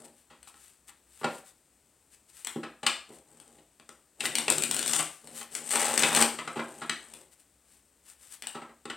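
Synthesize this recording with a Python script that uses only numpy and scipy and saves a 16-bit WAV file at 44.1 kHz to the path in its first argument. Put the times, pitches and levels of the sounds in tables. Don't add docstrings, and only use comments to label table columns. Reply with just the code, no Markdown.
import sys
import numpy as np
from scipy import signal
from scipy.fft import rfft, irfft, next_fast_len
from scipy.io import wavfile

SR = 44100
rng = np.random.default_rng(int(sys.argv[2]) if len(sys.argv) > 2 else 0)


def generate_wav(signal):
    frames = np.transpose(np.atleast_2d(signal))
    scaled = np.clip(frames, -1, 1) * 32767
    pcm = np.round(scaled).astype(np.int16)
    wavfile.write(sys.argv[1], SR, pcm)


N = 395136

# start_s, end_s, edge_friction_db, table_patter_db
NUDGE_EVENTS = [(0.0, 0.064, -58, -56.5), (3.095, 3.177, -62, -60.5), (3.287, 3.584, -66, -66.5),
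                (4.21, 4.43, -47.5, -49.5), (5.242, 5.403, -59, -58.5), (5.53, 5.718, -51.5, -55.5),
                (6.33, 6.85, -55.5, -55), (6.9, 7.22, -58.5, -64)]
# middle_s, friction_db, half_length_s
SLIDE_STROKES = [(0.052, -53.5, 0.0073), (0.19, -67.5, 0.027), (0.486, -55, 0.011), (0.643, -57.5, 0.058),
                 (0.89, -50.5, 0.009), (1.2, -58, 0.059), (1.352, -52, 0.034), (1.482, -55.5, 0.019),
                 (2.138, -57.5, 0.015), (2.297, -57, 0.0076), (2.389, -52, 0.035), (3.146, -58.5, 0.015),
                 (4.256, -35, 0.018), (5.147, -57.5, 0.058), (5.391, -41.5, 0.033), (5.559, -42.5, 0.024),
                 (7.33, -60.5, 0.01), (7.403, -63, 0.012), (7.73, -63.5, 0.035), (8.094, -54, 0.025),
                 (8.243, -55, 0.029), (8.332, -47, 0.019)]
# start_s, clack_db, clack_pitch_hz, edge_tick_over_clack_db, landing_time_s
PACKET_LANDINGS = [(0.299, -56, 1100, -2.5, .027), (0.472, -60.5, 1180, 4, 0.0037),
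                   (0.541, -62, 1310, -1, 0.003), (0.89, -59, 1520, -2, 0.0047),
                   (1.213, -47.5, 736, -26, 0.0053), (1.232, -43, 1050, -10, 0.0056),
                   (1.2422, -29, 890, -9, 0.0067), (2.557, -45.5, 347, -13.5, 0.009),
                   (2.631, -40, 1298, -10, 0.0098), (2.83, -41, 930, -2, 0.0073),
                   (2.864, -33, 1300, 11, .0065), (3.098, -60, 450, -20, 0.011),
                   (3.583, -65, 582, -1, 0.0086), (3.798, -62.5, 800, 6.5, 0.0016),
                   (3.891, -55.5, 980, -21, 0.0024), (4.205, -41.5, 1780, 9.5, 0.0039),
                   (4.237, -38, 1370, -6, 0.0064), (4.254, -40, 1240, 10, 0.0028),
                   (4.4801, -34, 910, 5.5, 0.0035), (4.994, -35.5, 1090, 0.5, 0.0076),
                   (5.411, -48, 1410, 1, 0.0046), (6.033, -27.5, 1400, 4.5, 0.0043),
                   (6.385, -36, 1540, -6, .01), (6.475, -36.5, 1550, -6.5, 0.0061),
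                   (6.556, -37, 720, -9.5, .027), (6.592, -34.5, 1270, -21, 0.008),
                   (6.815, -38, 1220, -9, .015), (6.895, -30.5, 1770, -1, .003),
                   (8.436, -49.5, 1900, -7, .004), (8.546, -41.5, 890, -7.5, .016),
                   (8.618, -46, 1100, -12, 0.0085), (8.692, -59, 950, -12, .008),
                   (8.854, -47.5, 840, 0.5, 0.0038), (8.898, -39, 1360, -3, 0.0084)]
# start_s, level_db
CARD_SNAPS = [(0.429, -49), (2.4472, -34.5), (2.4706, -27.5), (3.4, -47), (3.8908, -44), (4.3536, -20),
              (4.3841, -21.5), (4.5013, -16.5), (4.5219, -25.5), (4.5821, -23), (4.6219, -25.5),
              (4.6363, -21.5), (4.7115, -21.5), (4.7446, -26), (4.7649, -25), (4.7915, -25),
              (4.8276, -27.5), (4.861, -28), (4.8779, -23), (4.9343, -19.5), (5.2728, -42.5),
              (5.551, -27.5), (5.707, -26.5), (5.726, -29.5), (5.7565, -25), (5.8532, -29), (5.977, -18),
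              (5.9934, -19.5), (6.0231, -24), (6.149, -17.5), (6.1631, -21.5), (6.2129, -19),
              (6.2241, -15.5), (7.1372, -40), (8.4223, -34.5), (8.4703, -30)]
# time_s, flow_db
BRIDGE_FLOW = [(5.65, -50.5), (5.728, -26.5), (5.926, -32.5), (6.03, -29), (6.11, -28.5), (6.23, -23),
               (6.235, -33)]
# friction_db_per_s, flapping_db_per_s, patter_db_per_s
ARCH_FLATTENING = (-7, -3.5, 11.5)

# frequency_hz, power_density_db
EDGE_SPECTRUM = [(60, -39), (1000, -7.5), (3000, -1.5), (6000, -5), (8500, 0), (11500, -6), (15500, -16.5)]
FLAP_SPECTRUM = [(120, -32.5), (450, -3.5), (900, -1), (1800, -2.5), (3500, -8.5), (9000, -23.5)]
THUD_SPECTRUM = [(35, -48.5), (70, -27.5), (120, -1), (200, -7), (330, 4), (620, -6), (1100, -20),
                 (3000, -60)]
RUB_SPECTRUM = [(100, -29.5), (1500, 0.5), (3000, 1.5), (7500, -2), (10500, 1), (15500, -8.5)]
TICK_SPECTRUM = [(100, -54.5), (1700, -3), (2900, 6), (4500, -1), (6200, -11.5), (8300, -9.5),
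                 (14000, -27.5)]
SNAP_SPECTRUM = [(50, -43), (250, -11.5), (1200, -3), (3200, 3), (6000, -2.5), (8500, -1), (11000, -5.5),
                 (15000, -13.5)]
FLOOR_SPECTRUM = [(20, -14), (46, -0.5), (62, 17.5), (85, 3), (300, 4.5), (1000, -3.5), (4000, -10.5),
                  (15500, -14)]

# mode_hz, ring_over_plain_contact_db
TABLE_MODES = [(160, 15.5), (231, 22.5), (307, 9), (366, 4), (436, 2), (529, 9), (815, 11.5), (852, 6.5),
               (1056, -11.5), (1193, -1), (1312, 1.5)]
# frequency_hz, gain_db
WALL_SPECTRUM = [(50, -21), (200, 6), (700, 4), (3000, 0), (8000, -4.5), (15000, -2.5)]
# frequency_hz, left_minus_right_db
STEREO_BALANCE = [(330, 0), (600, -0.4), (1400, 0.3), (2400, 3), (4000, 3.3), (6000, 7), (7600, 13.5),
                  (9200, 10), (10500, 0.5), (15000, -0.5)]

ATTACK_S, RELEASE_S = 0.013, 0.034
NUDGE_FLAP_DB = -10
THUD_EVEN_HZ, THUD_DB_PER_OCTAVE = 670, 10
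RIFFLE_START_S, RIFFLE_END_S = 4.49, 5.0
RIFFLE_DB, RIFFLE_FLAP_DB, RIFFLE_PATTER_DB = -44, -59.5, -40
RUSH_DB, RUSH_S, CUSHION_DB_PER_S = 13, 0.15, 19.5
BRIDGE_DB, BRIDGE_FLAP_DB, BRIDGE_PATTER_DB = -3, -4.5, -18
BRIDGE_FALL_S = 5.745
TABLE_T60_S, ROOM_T60_S = 0.29, 0.36
CUTOFF_HZ = 15900


def from_db(db):
    return 10 ** (np.asarray(db) / 20)


def rms_one(x):
    return x / np.sqrt(np.mean(x ** 2) + 1e-20)


def at_hz(points, hz):
    f, value = np.transpose(points)
    return np.interp(np.log(hz + 1e-9), np.log(f), value)


def colour(x, spectrum, size=4096):
    spectrum_db = at_hz(spectrum, np.fft.rfftfreq(size, 1 / SR))
    cepstrum = irfft(np.log(from_db(spectrum_db)))
    causal_cepstrum = 2 * cepstrum * (np.arange(size) < size // 2)
    response = irfft(np.exp(rfft(causal_cepstrum)))
    return signal.oaconvolve(x, response / np.linalg.norm(response))[:N]


def resonate(x, hz, width_hz):
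    r = np.exp(-np.pi * width_hz / SR)
    feed = np.array([1, 0, -1]) * (1 - r * r) / 2
    feedback = [1, -2 * r * np.cos(2 * np.pi * hz / SR), r * r]
    return signal.lfilter(feed, feedback, x + 1e-18)


def grains(per_s, spread_db):
    sizes = from_db(spread_db * np.minimum(rng.exponential(1, N), 3))
    happens = rng.random(N) < per_s / SR
    return rms_one(happens * sizes * rng.choice([-1, 1], N))


def burst(length_s, rise=0.23, size=4096):
    age = np.arange(size) / max(length_s * SR, 1)
    return rng.standard_normal(size) * np.exp(-age) * (1 - np.exp(-age / rise))


def place(times, levels_db, sounds):
    out = np.zeros(N + SR)
    for s, db, sound in zip(times, levels_db, sounds):
        at = max(round(s * SR), 0)
        out[at:at + len(sound)] += from_db(db) * sound / np.linalg.norm(sound)
    return out[:N]


def held(start_s, end_s):
    t = np.arange(N) / SR
    rise, fall = (t - start_s) / ATTACK_S, (end_s - t) / RELEASE_S
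    return np.exp(np.clip(np.minimum(rise, fall), -20, 0))


def nudging():
    return sum(from_db([[db], [db + NUDGE_FLAP_DB], [patter_db]]) * held(start, end)
               for start, end, db, patter_db in NUDGE_EVENTS)


def shuffling(edge_db=-6.0, flap_db=0.0, patter_db=-8.0, cards_per_s=300, scrape_s=0.0013, smooth=0.7):
    friction, flapping, patter = nudging() + riffle() + bridge()
    falls = grains(cards_per_s, spread_db=2.5)
    decay = np.exp(-1 / (scrape_s * SR))
    contact = rms_one(signal.lfilter([1], [1, -decay], np.abs(falls) + 1e-18))
    scrape, flap = rms_one((contact + smooth) * rng.standard_normal((2, N)))
    edges = from_db(edge_db) * colour(friction * scrape, EDGE_SPECTRUM)
    faces = from_db(flap_db) * colour(flapping * flap, FLAP_SPECTRUM)
    jogs = from_db(patter_db) * colour(patter * falls, THUD_SPECTRUM)
    return edges + faces + jogs


def dragging(level_db=-7, pitch_hz=520, width_hz=420):
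    patter = nudging()[2]
    narrow_rub = resonate(rng.standard_normal(N), pitch_hz, width_hz)
    rub = resonate(narrow_rub, pitch_hz, 2 * width_hz)
    return from_db(level_db) * patter * rms_one(rub)


def sliding(level_db=-4.5, holding_db=-75, catches_per_s=500, smooth=1.0):
    t = np.arange(N) / SR
    strokes = sum(from_db(db) * np.exp(-.5 * ((t - s) / half) ** 2) for s, db, half in SLIDE_STROKES)
    catches = grains(catches_per_s, spread_db=3.5)
    rub = rms_one(catches + smooth * rng.standard_normal(N))
    return from_db(level_db) * colour((strokes + from_db(holding_db)) * rub, RUB_SPECTRUM)


def knocks(thud_db=24.0, clack_db=28.0, tick_db=26.5, band_ratio=1.56):
    s, clack, pitch, edge, landing = np.transpose(PACKET_LANDINGS)
    thud = clack - THUD_DB_PER_OCTAVE * np.log2(pitch / THUD_EVEN_HZ)
    tick = clack + edge
    push = place(s + landing / 2, thud + thud_db, np.ones((len(s), 1)))
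    ratio = max(band_ratio, 1.1)
    band = np.array([1 / ratio, ratio])
    clacks = []
    for hz, length in zip(pitch, landing):
        clack_band = signal.butter(1, hz * band, "band", fs=SR, output="sos")
        clacks.append(signal.sosfilt(clack_band, burst(length)))
    edges = place(s, tick + tick_db, [burst(length) for length in landing])
    face_band = signal.butter(2, [200, 3200], "band", fs=SR, output="sos")
    faces = signal.sosfilt(face_band, place(s, clack + clack_db, clacks))
    return colour(push, THUD_SPECTRUM) + faces + colour(edges, TICK_SPECTRUM)


def snaps(level_db=17.0, length_s=0.0015):
    s, db = np.transpose(CARD_SNAPS)
    return colour(place(s, db + level_db, [burst(length_s) for _ in s]), SNAP_SPECTRUM)


def riffle():
    t = np.clip(np.arange(N) / SR, RIFFLE_START_S, RIFFLE_END_S)
    rush = RUSH_DB * np.exp(-((RIFFLE_END_S - t) / RUSH_S) ** 2)
    cushion = CUSHION_DB_PER_S * (t - RIFFLE_START_S)
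    gains_db = [RIFFLE_DB + rush, RIFFLE_FLAP_DB + rush, RIFFLE_PATTER_DB - cushion]
    return from_db(gains_db) * held(RIFFLE_START_S, RIFFLE_END_S)


def flicks(level_db=-10, per_s=35, length_s=0.00043):
    friction = (riffle() + bridge())[0]
    slips = rms_one(signal.oaconvolve(grains(per_s, spread_db=0.5), burst(length_s))[:N])
    return from_db(level_db) * colour(friction * slips, SNAP_SPECTRUM)


def bridge():
    s, flow_db = np.transpose(BRIDGE_FLOW)
    t = np.clip(np.arange(N) / SR, s[0], s[-1])
    start_db = np.array([[BRIDGE_DB], [BRIDGE_FLAP_DB], [BRIDGE_PATTER_DB]])
    shares_db = start_db + np.outer(ARCH_FLATTENING, t - s[0])
    rubbing, falling = held(s[0], s[-1]), held(BRIDGE_FALL_S, s[-1])
    return from_db(np.interp(t, s, flow_db) + shares_db) * np.array([rubbing, falling, falling])


def table_top(x):
    width_hz = np.log(1000) / (np.pi * TABLE_T60_S)
    return x + sum(from_db(db) * resonate(x, hz, width_hz) for hz, db in TABLE_MODES)


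def room(x, wet_db, build_s=0.00065, size=32768):
    age = np.arange(size) / SR
    tail = rng.standard_normal(size) * from_db(-60 * age / ROOM_T60_S)
    tail = tail * (1 - np.exp(-age / build_s))
    wall_gain = from_db(at_hz(WALL_SPECTRUM, np.fft.rfftfreq(size, 1 / SR)))
    tail = irfft(rfft(tail / np.linalg.norm(tail)) * wall_gain)
    return from_db(wet_db) * signal.oaconvolve(x, tail[:size // 2])[:N]


def scene(floor_db=-69.5):
    rubbing = shuffling() + dragging() + sliding()
    knocking = knocks()
    snapping = snaps() + flicks()
    echo = room(knocking, wet_db=0.5) + room(snapping, wet_db=1.5) + room(rubbing, wet_db=-4.0)
    floor = from_db(floor_db) * colour(rng.standard_normal(N), FLOOR_SPECTRUM)
    sound = table_top(knocking + snapping + rubbing) + echo + floor
    return np.array([sound, sound])


def record(dry, ring_hz=8200, ring_width_hz=950, ring_db=11.0):
    sound = dry + from_db(ring_db) * resonate(dry, ring_hz, ring_width_hz)
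    size = next_fast_len(N + SR)
    ratio = from_db(at_hz(STEREO_BALANCE, np.fft.rfftfreq(size, 1 / SR)))
    gains = np.array([2 * ratio / (1 + ratio), 2 / (1 + ratio)])
    sound = irfft(rfft(sound, size) * gains, size)[:, :N]
    low_pass = signal.ellip(10, .1, 70, CUTOFF_HZ, fs=SR, output="sos")
    return signal.sosfilt(low_pass, sound)


dry = scene()
out = record(dry)
generate_wav(out)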